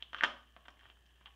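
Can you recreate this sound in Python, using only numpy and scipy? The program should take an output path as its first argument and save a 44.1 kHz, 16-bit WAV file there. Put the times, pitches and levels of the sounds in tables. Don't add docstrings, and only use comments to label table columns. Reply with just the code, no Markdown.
import sys
import numpy as np
from scipy import signal
from scipy.fft import rfft, irfft, next_fast_len
from scipy.io import wavfile

SR = 44100
rng = np.random.default_rng(int(sys.argv[2]) if len(sys.argv) > 2 else 0)


def unload_wav(signal):
    wavfile.write(
        sys.argv[1],
        SR,
        np.round(np.clip(np.atleast_2d(signal).T, -1, 1) * 32767).astype(np.int16),
    )


N = 59535


def amp(db):
    return 10 ** (np.asarray(db) / 20)


def unit(x):
    return x / np.sqrt(np.mean(x ** 2) + 1e-20)


def colour(points, hz):
    f, db = np.transpose(points)
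    return amp(np.interp(np.log(hz + 1), np.log(f + 1), db))


def filtered(x, response):
    size = next_fast_len(len(x) + SR // 4)
    return irfft(rfft(x, size) * response(np.fft.rfftfreq(size, 1 / SR)), size)[:len(x)]


def add(track, start_s, sound):
    start = max(round(start_s * SR), 0)
    part = track[start:start + len(sound)]
    part += sound[:len(part)]


def onset(t, delay_s=0.001538):
    return np.clip(t / delay_s - .5, 0, 1)


def background(mains_hz=59.95, first_tick_s=.0072, air_db=-72.5, buzz_db=-80, hiss_db=-83.5):
    hum_tones = [(59.3, -67.5), (119, -98.5), (140, -87)]
    air_shape = [(20, -30), (50, -5), (100, -8.5), (150, -13), (230, -13.5), (320, -12.5), (500, -18.5),
                 (1050, -18.5), (1400, -26), (1750, -8.5), (2200, -31), (2750, -18), (3100, -10),
                 (3500, -24.5), (4200, -32), (7000, -33), (15000, -61)]
    buzz_shape = [(1500, -23.5), (2500, -6), (3100, 6), (4000, -17.5), (6500, -16), (9000, -15),
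                  (15000, -33)]
    t = np.arange(N) / SR
    hum = sum(amp(db) * np.sqrt(2) * np.sin(2 * np.pi * (hz * t + rng.random())) for hz, db in hum_tones)
    air = unit(filtered(rng.standard_normal(N), lambda hz: colour(air_shape, hz)))
    ticks = np.abs(np.cos(np.pi * mains_hz * (t - first_tick_s))) ** 40 * rng.standard_normal(N)
    buzz = unit(filtered(ticks, lambda hz: colour(buzz_shape, hz)))
    return hum + amp(air_db) * air + amp(buzz_db) * buzz + amp(hiss_db) * rng.standard_normal(N)


def buckle(patch_hz, thud_db, edge_db, crack_db, shiver_db, size=4096):
    thud_shape = [(40, -40), (130, -16.5), (230, -2.5), (300, -5), (440, -6.5), (640, 1), (850, 0),
                  (1100, 2.5), (2200, -5), (3600, -11.5), (5000, -46.5), (9000, -84)]
    edge_shape = [(900, -27), (2000, -15), (2550, -9), (2880, -3), (3180, 1), (3430, -7.5), (3800, -17),
                  (4500, -25.5), (9000, -73.5)]
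    crack_shape = [(2000, -10), (4400, -9), (5500, -1.5), (7000, -12), (8200, -21.5), (9700, -22.5),
                   (11500, -35.5), (15000, -42)]
    patch_width_hz, patch_steepness = 1156, 2.277
    shiver_t60_s, crack_t60_s, bend_delay_s = 0.0383, 0.026, 0.00043
    hz = np.fft.rfftfreq(size, 1 / SR) + 1
    t = np.arange(size) / SR
    patch = (1 + ((hz - patch_hz ** 2 / hz) / patch_width_hz) ** 2) ** -patch_steepness
    thud = amp(thud_db) * colour(thud_shape, hz)
    edge = amp(edge_db) * colour(edge_shape, hz)
    cepstrum = irfft(np.log(patch ** 2 + thud ** 2 + edge ** 2) / 2)
    cepstrum[1:size // 2] *= 2
    cepstrum[size // 2 + 1:] = 0
    kick = irfft(np.exp(rfft(cepstrum)))
    lag = 1j * np.pi * hz * bend_delay_s / 2
    body = rfft(kick) * (1 - lag) / (1 + lag)
    shiver = rng.standard_normal(size) * amp(-60 * t / shiver_t60_s) * onset(t)
    crack = rng.standard_normal(size) * amp(-60 * t / crack_t60_s)
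    spectrum = body * (1 + amp(shiver_db) * rfft(shiver / np.linalg.norm(shiver)))
    spectrum += amp(crack_db) * colour(crack_shape, hz) * rfft(crack / np.linalg.norm(crack))
    return irfft(spectrum)[:size // 2] / np.abs(irfft(body)).max()


def crackle(rate_per_s=420, centre_hz=1488.6, spread_db=2):
    flex = [(0, -66), (.125, -76), (0.148, -57.5), (0.201, -54), (.235, -48.5), (.27, -45.5), (.32, -58.5),
            (.5, -80.5), (.65, -78.5), (.76, -78.5), (.81, -69), (0.921, -70.5), (.95, -90), (1.1, -77),
            (1.2, -77.5), (1.35, -74)]
    kinds = [buckle(centre_hz * 2 ** octaves, thud_db=-8.5, edge_db=3 + 10 * bright,
                    crack_db=-18, shiver_db=-4.5)
             for octaves, bright in rng.random((40, 2)) - .5]
    track = np.zeros(N)
    for when, weakness, pick in rng.random((int(rate_per_s * N / SR), 3)):
        gain = amp(-spread_db * np.log(weakness + 0.013))
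        add(track, when * N / SR, gain * kinds[int(pick * len(kinds))])
    return unit(track) * amp(np.interp(np.arange(N) / SR, *np.transpose(flex)))


def snaps():
    # t/s, level/dB, patch f/Hz, then relative thud/dB, edge/dB, crack/dB, shiver/dB
    buckles = [(0.0248, -29.5, 3188, -23.5, -3, -30.5, -22.5), (.1320, -31, 1386, -7, -2.5, -24.5, -4),
               (0.146, -25, 1400, -20.5, -6.5, -32.5, -14.5), (.1650, -35.5, 1683, -13, -5, -30, -9),
               (0.1837, -38.5, 1395, -10, 7, -15.5, 1.5), (0.1916, -39.5, 3085, -9.5, 16.5, -20, -0.5),
               (0.2093, -20.5, 1740, -26, -12, -58, -31), (.2235, -30.5, 1260, -7.5, -13.5, -39.5, -9),
               (.2270, -28.5, 1554, -15, -21.5, -29.5, -7), (.2357, -11, 1623, -11.5, -9.5, -25.5, -17),
               (.2390, -12, 1642, -16.5, -5.5, -22, -9.5), (0.2428, -25.5, 1436, -16.5, 0.5, -17.5, 6.5),
               (0.2469, -21.5, 1303, -11.5, -9.5, -29.5, -4), (.2520, -27.5, 1120, -8.5, 1, -35, 2.5),
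               (0.5648, -39, 1434, 3, 0.5, -23, -3.5), (.6545, -47.5, 1690, -6.5, -0.5, -28, 4.5),
               (0.683, -35.5, 1507, -5, -2.5, -17, -3), (.7040, -55, 1920, -11.5, 0, -4, 0.5),
               (0.771, -56.5, 1833, -8.5, -11, -23, 2), (0.7934, -49.5, 1780, -25, 1.5, -26.5, -5.5),
               (0.8105, -50.5, 1696, -21, -5, -19.5, -7.5), (0.8332, -52.5, 1092, -5, -4, -37, -13.5),
               (0.8554, -45, 1616, -7.5, -23, -40.5, -7), (0.9003, -42.5, 1300, -3, 8.5, -22.5, -7),
               (0.9711, -56.5, 1343, -12, -5.5, -25.5, -10.5), (1.0629, -61, 2996, -11, 5.5, 0.5, -1),
               (1.2114, -51.5, 1065, -2.5, -12.5, -28.5, 1.5),
               (1.226, -60.5, 2913, -14.5, -16.5, -36.5, -12), (1.2587, -37.5, 1058, -26.5, 8, -24, -5),
               (1.2665, -49.5, 984, -21, -0.5, -27.5, -4.5), (1.27, -46.5, 1713, -24.5, -1.5, -36, -1),
               (1.2800, -52, 936, -20, -4, -28.5, -5.5)]
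    track = np.zeros(N)
    for start_s, db, *timbre in buckles:
        add(track, start_s, amp(db) * buckle(*timbre))
    return track


def room(sheet, early_db=-13, early_t60_s=.05, tail_db=-9.5, tail_t60_s=0.365, ring_db=-58):
    tail_shape = [(100, 9), (250, 6.5), (500, 9), (1100, 3.5), (1800, -4.5), (3100, -0.5), (5500, 1),
                  (12000, 0.5)]
    modes = [(234.5, -5, 0.607), (284.6, 1.5, 0.12), (578, -9, 0.51), (682, 1.5, 0.14), (1115.6, 2, 0.5),
             (1227.2, -6.5, 0.48), (1323.4, -0.5, 0.13), (1581.9, -1, 0.18), (1795, -6, 0.317),
             (2902, -8, 0.49), (2997, -9.5, 0.62), (3140, -13, 0.43)]
    t = np.arange(SR // 2) / SR
    early = rng.standard_normal(len(t)) * onset(t) * amp(-60 * t / early_t60_s)
    tail = filtered(rng.standard_normal(len(t)), lambda hz: colour(tail_shape, hz))
    tail *= onset(t) * amp(-60 * t / tail_t60_s)
    ring = sum(amp(db - 60 * t / t60_s) * np.sin(2 * np.pi * (hz * t + rng.random()))
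               for hz, db, t60_s in modes)
    response = amp(early_db) * early / np.linalg.norm(early)
    response += amp(tail_db) * tail / np.linalg.norm(tail)
    response += amp(ring_db) * onset(t) * ring
    return signal.fftconvolve(sheet, response)[:N]


def binder_bump(start_s=.86, hz=108.3, level_db=-62, t60_s=0.098):
    t = np.maximum(np.arange(N) / SR - start_s, 0)
    return amp(level_db - 60 * t / t60_s) * np.sin(2 * np.pi * hz * t)


def scene():
    steady = background()
    sheet = snaps() + crackle()
    return (sheet + room(sheet) + binder_bump() + steady)[None]


def record(dry):
    top_hz = 15700
    return np.array([filtered(channel, lambda hz: hz < top_hz) for channel in dry])


dry = scene()
out = record(dry)
unload_wav(out)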